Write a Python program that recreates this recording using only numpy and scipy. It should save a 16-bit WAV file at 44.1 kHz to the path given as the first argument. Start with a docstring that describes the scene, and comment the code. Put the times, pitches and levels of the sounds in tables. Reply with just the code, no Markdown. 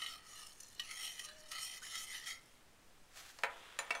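"""Kitchen counter, small room: a hand spreads dry rice around a glass dish in several strokes.
Grains tick on the glass and excite the hollow under the hand; fingers bump the dish and stray
grains fall. A faint tone wavers and one finger squeaks. After a pause the arm swishes away and
back, and knocks ring counter and glass. Low rumble and hiss lie underneath."""
import sys
import numpy as np
from scipy import signal
from scipy.fft import rfft, irfft
from scipy.io import wavfile
from scipy.ndimage import uniform_filter1d

SR = 44100
rng = np.random.default_rng(int(sys.argv[2]) if len(sys.argv) > 2 else 0)


def to_wav(s):
    """Save 16-bit WAV."""
    ch = np.atleast_2d(s).T  # columns
    pcm = np.round(np.clip(ch, -1, 1) * 32767)  # PCM
    wavfile.write(sys.argv[1], SR, pcm.astype(np.int16))


N = 176400
TIME_S = np.arange(N) / SR

# room decay (frequency [Hz], t60 [s])
ROOM_T60 = [(300, 0.25), (800, 0.47), (2100, 0.25), (5500, 0.16), (14000, 0.22)]
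# early reflections (delay [s], gain)
REFLECTIONS = [(.0023, 0.051), (.0047, -0.25), (.011, .2)]
# background spectrum (frequency [Hz], relative level [dB])
FLOOR_SPECTRUM = [(10, 9.5), (28, -6), (45, -9), (100, -10.5), (140, -12.5), (480, -14.5), (900, -16.5),
                  (1700, -17.5), (4000, -23), (9000, -26), (12000, -32), (15500, -33)]
# faint tone; finger squeak on glass (time [s], pitch [Hz], level [dB])
FAINT_TONE = [(1.23, 598, -82), (1.3, 600, -68.5), (1.36, 625, -65.5), (1.43, 610, -67), (1.53, 608, -72.5),
              (1.6, 597, -79)]
FINGER_SQUEAK = [(1.816, 1420, -75), (1.824, 1500, -51), (1.831, 1600, -58), (1.84, 1780, -55),
                 (1.85, 1930, -55), (1.862, 2000, -72)]

# arm swishes (time [s], level [dB])
AWAY_LEVEL = [(3.08, -80), (3.14, -65), (3.172, -52.5), (3.21, -55), (3.245, -60), (3.265, -56),
              (3.28, -61), (3.298, -55), (3.33, -64.5), (3.42, -64), (3.46, -62)]
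BACK_LEVEL = [(3.5, -59), (3.6, -58.5), (3.72, -58.5), (3.78, -59.5), (4.0, -56)]
# swish and blow spectra (frequency [Hz], relative level [dB])
AWAY_SPECTRUM = [(180, -77), (300, -20), (337, -32), (794, -5.5), (877, -16), (1330, -4.5), (2320, -6.5),
                 (7250, -9.5), (15500, -22.5)]
BACK_SPECTRUM = [(180, -54), (300, -21), (492, -7), (600, -10), (794, -13), (1140, -5), (1440, -7.5),
                 (2740, -9.5), (3340, -7.5), (4420, -19), (9140, -23), (15500, -37)]
THUD_SPECTRUM = [(100, -31), (270, -12.5), (370, -22.5), (490, -5), (1000, 1.5), (1500, 0), (2400, -1),
                 (3200, -14), (5000, -26), (9000, -43), (15000, -48)]
TICK_SPECTRUM = [(500, -28), (2500, -2), (4200, 4.5), (6000, -3), (9000, -6.5), (12000, -17), (15500, -16)]
# knocks (time [s], thud [dB], thud decay [s], tick [dB], counter [dB], clack [dB], glass [dB], rim [dB])
BLOWS = [(3.3877, -56, 0.0067, -48, -58.5, -66, -80, -80),
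         (3.4349, -24, 0.0036, -36.5, -39, -29.5, -68, -73), (3.4431, -32, 0.0041, -49, -54, -56, -78, -78),
         (3.7892, -41, 0.016, -35.5, -45.5, -36, -39.5, -50),
         (3.9062, -33.5, 0.0038, -41, -46, -26, -59, -61), (3.9088, -38.5, 0.0042, -47, -56, -28, -70, -72),
         (3.9508, -42, 0.008, -50, -45.5, -52, -59, -47.5)]
# struck modes (frequency [Hz], relative level [dB], t60 [s])
COUNTER_MODES = [(460, -8.5, 0.15), (547, -4, 0.085), (683, -2, 0.11), (841, -10.5, 0.3), (996, -6, 0.18),
                 (1067, -7, 0.15), (1260, 0, 0.11), (1383, 0.5, 0.096), (1500, -12, 0.21),
                 (1647, -19, 0.13), (1790, 2, 0.055), (2444, -15, 0.1)]
CLACK_MODES = [(1340, -2, 0.035), (1990, -6.5, 0.023), (2270, -13, 0.068), (2670, -6.5, 0.044),
               (3230, -11.5, 0.025), (5300, -24.5, 0.056), (9050, -26, 0.027), (10620, -26, 0.046)]
GLASS_MODES = [(1794, -1, 0.093), (4011, -8, 0.068), (7050, 4.5, 0.058), (7075, -23, .24),
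               (9530, -7, 0.093), (10570, -8.5, 0.06), (13570, -22, 0.055)]
RIM_MODES = [(3380, -1, 0.11), (4260, -3, 0.047), (6130, -1.5, 0.16), (9600, -6, 0.085)]
DISH_LOW_MODES = [(1899, -7.5, 0.13), (2975, 1.5, 0.12), (3980, -0.5, 0.027)]

# hand strokes, one list each (time [s], relative body level [dB], relative treble level [dB])
HAND_STROKES = [
    [(0.0, -48, -54), (0.02, -52.5, -51), (0.134, -51.5, -56), (0.22, -65, -74.5), (0.254, -62, -62.5),
     (0.406, -54, -55), (0.58, -73, -69.5)],
    [(0.66, -64.5, -69), (0.666, -73, -73), (0.734, -63, -65), (0.74, -78, -80), (0.75, -64, -58),
     (0.758, -64, -77), (0.785, -63, -65)],
    [(0.845, -53.5, -62), (0.899, -51, -58), (0.911, -49, -50.5), (0.947, -53, -53), (1.051, -42.5, -45.5),
     (1.153, -56.5, -55), (1.17, -53, -55.5)],
    [(1.23, -56, -54.5), (1.26, -52.5, -47.5), (1.27, -57, -70), (1.36, -64, -70), (1.41, -66, -58),
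     (1.424, -66.5, -82), (1.5, -61, -57.5)],
    [(1.53, -48, -52), (1.568, -44.5, -52.5), (1.64, -49, -43.5), (1.702, -51, -55.5), (1.778, -51, -53.5),
     (1.79, -60, -60), (1.81, -64, -72)],
    [(1.83, -50.5, -51.5), (1.894, -53.5, -53), (1.962, -43, -49.5), (2.044, -53, -47), (2.06, -56, -56),
     (2.15, -43.5, -50.5), (2.22, -54.5, -62)],
    [(2.25, -52, -62), (2.276, -46, -46), (2.312, -48, -49.5), (2.398, -72.5, -76.5), (2.522, -77, -72),
     (2.604, -79, -86), (2.65, -88, -90)],
]
# fingers bump rice against the dish (time [s], body [dB], treble [dB], decay [s], ring [dB])
FINGER_BUMPS = [(0.019, -37, -61, 0.0068, -39), (0.044, -46, -59, 0.0094, -46.5),
                (0.062, -48, -58, 0.013, -39), (0.7961, -30, -38, 0.0049, -38.5),
                (0.91, -42, -46, 0.0077, -70), (1.1931, -37.5, -36, 0.0062, -57),
                (1.286, -46.5, -50.5, 0.006, -55), (1.5154, -33.5, -33, 0.0049, -51.5),
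                (1.866, -37, -52, 0.0029, -75), (1.954, -40, -39, 0.0059, -53),
                (2.27, -37.5, -42, 0.0032, -54)]
# stray grains landing (time [s], level [dB])
STRAY_LANDINGS = [(0.4688, -42.5), (0.5675, -67), (0.602, -44), (0.605, -45), (0.632, -45.5), (0.669, -55),
                  (0.6843, -49.5), (0.7285, -56), (0.7501, -66)]
# envelope of skittering grains (time [s], level [dB])
SKITTER_LEVEL = [(0.25, -70), (0.47, -69), (0.58, -66), (0.75, -68.5), (1.05, -78), (1.3, -70),
                 (1.41, -69.5), (1.65, -64.5), (2.3, -60.5), (2.38, -75), (2.52, -80), (2.6, -83)]
# grains on glass (frequency [Hz], relative level [dB])
BODY_SPECTRUM = [(200, -18), (450, -21), (700, 1.5), (950, -9.5), (1500, -18), (2500, 1), (4500, -8.5),
                 (5200, -18.5)]
TREBLE_SPECTRUM = [(2500, -51), (4400, -17.5), (5000, -9.5), (7200, -2), (8000, -6.5), (9500, -6),
                   (10400, -11.5), (12000, -18.5), (13700, -8), (15600, -23)]
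# bright dish resonances (frequency [Hz], width [Hz], relative gain [dB])
DISH_BRIGHT_MODES = [(5480, 170, 10.5), (6000, 70, 1.5), (5950, 54, 3.5), (6665, 44, 6.5), (8930, 170, 6.5),
                     (9700, 110, 4), (11120, 190, 7.5)]
# hollow between hand and dish (time [s], pitch [Hz])
HOLLOW_PITCH = [(0.0, 1960), (0.09, 1967), (0.47, 1747), (0.84, 1857), (0.91, 2035), (1.24, 1944),
                (1.3, 1700), (1.62, 1970), (1.77, 1966), (2.1, 1990), (2.21, 1796), (2.31, 2063),
                (2.37, 2000), (2.4, 2090)]
# its resonances (rest frequency [Hz], width [Hz], relative gain [dB], pitch-tracking exponent)
HOLLOW_MODES = [(1296, 55, 2.5, 0.5), (2024, 156, 0.9, 1), (2530, 93, -8.5, 0.96), (3070, 101, 5.5, 0.5),
                (3720, 48, -2, 0.54), (4206, 180, -1, 0.28)]
# lift from hand shape (time [s], first mode [dB], second mode [dB], last mode [dB])
CUPPING_LIFT = [(0.05, 1.5, -0.5, -1), (0.4, 3, 2.5, -4), (0.8, -10, -6, 3), (0.92, 4.5, 0.5, -4),
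                (1.06, -9, -6, -8), (1.27, 0, 3, 1.5), (1.6, -2, -1.5, 1.5), (1.95, -1, 1, -4),
                (2.15, -3, 0.5, -7.5), (2.3, -2, 6, -8)]


def amp(db):
    """Decibels to gain."""
    return 10 ** (np.asarray(db) / 20)


def unit(x):
    """Scale to rms 1."""
    return x / np.sqrt(np.mean(x ** 2) + 1e-20)


def curve(rows, column=1):
    """Piecewise-linear control curve."""
    rows = np.asarray(rows)
    return np.interp(TIME_S, rows[:, 0], rows[:, column])


def level(rows, column=1):
    """Gain from a dB curve, zero outside its span."""
    return (TIME_S >= rows[0][0]) * (TIME_S <= rows[-1][0]) * amp(curve(rows, column))


def lookup(points, hz):
    """Interpolate over log frequency."""
    points_hz, values = np.transpose(points)
    return np.interp(np.log(hz + 1), np.log(points_hz + 1), values)


def colour(x, spectrum):
    """Minimum-phase filter; white noise keeps its power."""
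    log_gain = np.log(amp(lookup(spectrum, abs(np.fft.fftfreq(4096, 1 / SR)))))
    taps = np.fft.ifft(np.exp(np.conj(signal.hilbert(log_gain)))).real[:2048]
    return signal.oaconvolve(x, taps / np.linalg.norm(taps))[:N]


def wander(rate_hz):
    """Smooth noise, rms 1."""
    lowpass = np.exp(-(np.fft.rfftfreq(N, 1 / SR) / rate_hz) ** 2)
    return unit(irfft(rfft(rng.standard_normal(N)) * lowpass, N))


def swaying_resonance(x, hz, width_hz, sway=0.017):
    """Unity-gain resonance; pitch sways at random as the fingers move."""
    pitch_hz = hz * (1 + sway * wander(rate_hz=14))
    carrier = np.exp(2j * np.pi * np.cumsum(pitch_hz) / SR)
    pole = np.exp(-np.pi * width_hz / SR)
    return 2 * (carrier * signal.lfilter([1 - pole], [1, -pole], x / carrier + 1e-18)).real


def fall(start_s, decay_s):
    """Step onset, exponential decay."""
    return (TIME_S >= start_s) * np.exp(-np.minimum(abs(TIME_S - start_s) / decay_s, 60))


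def ring(start_s, modes):
    """Damped sines of alternating sign from one blow."""
    t = np.arange(SR // 2) / SR
    sines = sum((-1) ** k * amp(db - 60 * t / t60_s) * np.sin(2 * np.pi * hz * t)
                for k, (hz, db, t60_s) in enumerate(modes))
    return np.pad(sines, (round(start_s * SR), N))[:N]


def grains(per_s, spread_db, clump_db):
    """Tiny clumped impacts of uneven size, at constant mean power."""
    size = amp(spread_db * np.clip(rng.standard_normal(N), -2, 2) + clump_db * wander(rate_hz=82))
    clicks = size * rng.choice([-1., 1.], N) * (rng.random(N) < per_s / SR)
    power = abs(uniform_filter1d(clicks ** 2, size=1500))
    return clicks / np.sqrt(power + 1e-6)


def room(x):
    """Diffuse kitchen tail with a decay time per band."""
    t = np.arange(SR) / SR
    noise = rng.standard_normal(SR) * np.clip((t - 0.004) / 0.008, 0, 1)
    hz, age_s, bands = signal.stft(noise, SR, nperseg=256)
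    decay = amp(-60 * age_s / lookup(ROOM_T60, hz)[:, None])
    tail = signal.istft(bands * decay, SR, nperseg=256)[1]
    return signal.oaconvolve(x, tail / np.linalg.norm(tail))[:N]


def noise_floor(level_db=-63.5):
    """Steady rumble and hiss."""
    gain = amp(lookup(FLOOR_SPECTRUM, np.fft.rfftfreq(N, 1 / SR)))
    return amp(level_db) * unit(irfft(rfft(rng.standard_normal(N)) * gain, N))


def tone(rows, waver, waver_hz):
    """Sine with unsteady pitch."""
    hz = curve(rows) * (1 + waver * wander(waver_hz))
    return level(rows, column=2) * unit(np.sin(2 * np.pi * np.cumsum(hz) / SR))


def finger_squeak():
    """A finger slips on the glass: rough rising note."""
    return tone(FINGER_SQUEAK, waver=0.06, waver_hz=423)


def arm_swishes():
    """Fine friction as the arm leaves the dish and returns."""
    away = colour(grains(per_s=5500, spread_db=2, clump_db=0.5), AWAY_SPECTRUM)
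    back = colour(grains(per_s=9000, spread_db=3.5, clump_db=1), BACK_SPECTRUM)
    return level(AWAY_LEVEL) * away + level(BACK_LEVEL) * back


def knocks(tick_decay_s=0.0034, highpass_hz=410, room_db=-8.5):
    """Each blow gives a thud and a tick and rings counter and glass."""
    mode_sets = COUNTER_MODES, CLACK_MODES, GLASS_MODES, RIM_MODES
    thud = tick = ringing = 0
    for start_s, thud_db, decay_s, tick_db, *rings_db in BLOWS:
        thud += amp(thud_db) * fall(start_s, decay_s)
        tick += amp(tick_db) * fall(start_s, tick_decay_s)
        ringing += sum(amp(db) * ring(start_s, modes) for db, modes in zip(rings_db, mode_sets))
    thud_noise, tick_noise = rng.choice([-1., 1.], (2, N))
    contact = colour(thud_noise * thud, THUD_SPECTRUM) + colour(tick_noise * tick, TICK_SPECTRUM)
    ringing = signal.sosfilt(signal.butter(4, highpass_hz, "high", fs=SR, output="sos"), ringing)
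    echoes = sum(gain * np.interp(TIME_S - delay_s, TIME_S, contact) for delay_s, gain in REFLECTIONS)
    early = ringing + contact + echoes
    return early + amp(room_db) * room(early)


def skitter(per_s=300, low_hz=4200, high_hz=11000, width_hz=360, pitches=24):
    """Loose grains ping on the glass, each at a random pitch."""
    size = amp(3.5 * np.minimum(rng.exponential(1, N), 3))
    hits = size * (rng.random(N) < per_s / SR)
    pitch_index = rng.integers(0, pitches, N)
    t = np.arange(600) / SR
    decay = np.exp(-np.pi * width_hz * t)
    pings = sum(signal.oaconvolve(hits * (pitch_index == k), np.sin(2 * np.pi * hz * t) * decay)[:N]
                for k, hz in enumerate(np.geomspace(low_hz, high_hz, pitches)))
    return level(SKITTER_LEVEL) * unit(pings)


def hand_reflections(x, depth_db=3.3, patch_hz=95, patch_s=0.032):
    """Reflections off the moving hand: random drifting peaks and notches."""
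    frame, hop = 512, 128
    bands = signal.stft(x, SR, nperseg=frame, noverlap=frame - hop)[2]
    field = rng.standard_normal(bands.shape)
    for axis, sigma in enumerate([patch_hz * frame / SR, patch_s * SR / hop]):
        kernel = np.expand_dims(signal.windows.gaussian(81, sigma), 1 - axis)
        field = signal.fftconvolve(field, kernel, "same")
    gain = unit(amp(depth_db * np.clip(unit(field), -2, 2)))
    return signal.istft(bands * gain, SR, nperseg=frame, noverlap=frame - hop)[1][:N]


def hollow(x, rest_hz=1970, band_hz=(1100, 5200), dull_db=-14.5):
    """Air between hand and dish resonates, shifting with the hand, over a dull grain sound."""
    shift = curve(HOLLOW_PITCH) / rest_hz
    first_db, second_db, last_db = (curve(CUPPING_LIFT, column) for column in (1, 2, 3))
    lifts_db = [first_db, second_db, 0, 0, 0, last_db]
    ringing = sum(amp(db + lift_db) * swaying_resonance(x, hz * shift ** tracking, width_hz)
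                  for (hz, width_hz, db, tracking), lift_db in zip(HOLLOW_MODES, lifts_db))
    ringing = signal.sosfilt(signal.butter(3, band_hz, "band", fs=SR, output="sos"), ringing)
    power = sum(amp(db) ** 2 * np.pi * width_hz / SR for _, width_hz, db, _ in HOLLOW_MODES)
    return ringing / np.sqrt(power) + amp(dull_db) * colour(x, BODY_SPECTRUM)


def shimmer(x):
    """Rice ticks excite the bright modes of the dish."""
    ringing = sum(amp(db) * swaying_resonance(x, hz, width_hz) for hz, width_hz, db in DISH_BRIGHT_MODES)
    return colour(0.29 * x + 0.71 * ringing, TREBLE_SPECTRUM)


def finger_bumps(noise, rise_s=0.0012):
    """Fingers push rice against the dish: body burst, treble burst, low ring."""
    body = treble = ringing = 0
    for start_s, body_db, treble_db, decay_s, ring_db in FINGER_BUMPS:
        burst = noise * (fall(start_s, decay_s) - fall(start_s, rise_s))
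        body += amp(body_db) * burst
        treble += amp(treble_db) * burst
        ringing += amp(ring_db) * ring(start_s, DISH_LOW_MODES)
    return body, treble, ringing


def rice(peak_grains_per_s=7500, body_db=-2, treble_db=1, stray_body_db=-16.5, room_db=-10.5):
    """Strokes slide the grains, more of them when faster; bumps and strays add sharp bursts."""
    strokes = np.vstack(HAND_STROKES)
    body_gain = amp(body_db) * level(strokes, column=1)
    treble_gain = amp(treble_db) * level(strokes, column=2)
    per_s = peak_grains_per_s * (treble_gain / treble_gain.max()) ** 0.3
    sliding = grains(per_s, spread_db=3.5, clump_db=1.5)
    noise = rng.choice([-1., 1.], N)
    bump_body, bump_treble, dish_ring = finger_bumps(noise)
    strays = noise * sum(amp(db) * fall(start_s, decay_s=0.0028) for start_s, db in STRAY_LANDINGS)
    body = hollow(body_gain * sliding + bump_body + amp(stray_body_db) * strays)
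    treble = shimmer(treble_gain * sliding + bump_treble + strays)
    direct = hand_reflections(body + treble) + dish_ring + skitter()
    return direct + amp(room_db) * room(direct)


def scene():
    """Mono sum of all sources."""
    tones = tone(FAINT_TONE, waver=0.015, waver_hz=50.3) + finger_squeak()
    return (tones + rice() + arm_swishes() + knocks() + noise_floor())[None]


def record(dry):
    """Steep low-pass."""
    cutoff_hz = 15780
    taps = signal.firwin(511, cutoff_hz, window=("kaiser", 9), fs=SR)
    return signal.oaconvolve(dry, taps[None], "same")


dry = scene()
out = record(dry)
to_wav(out)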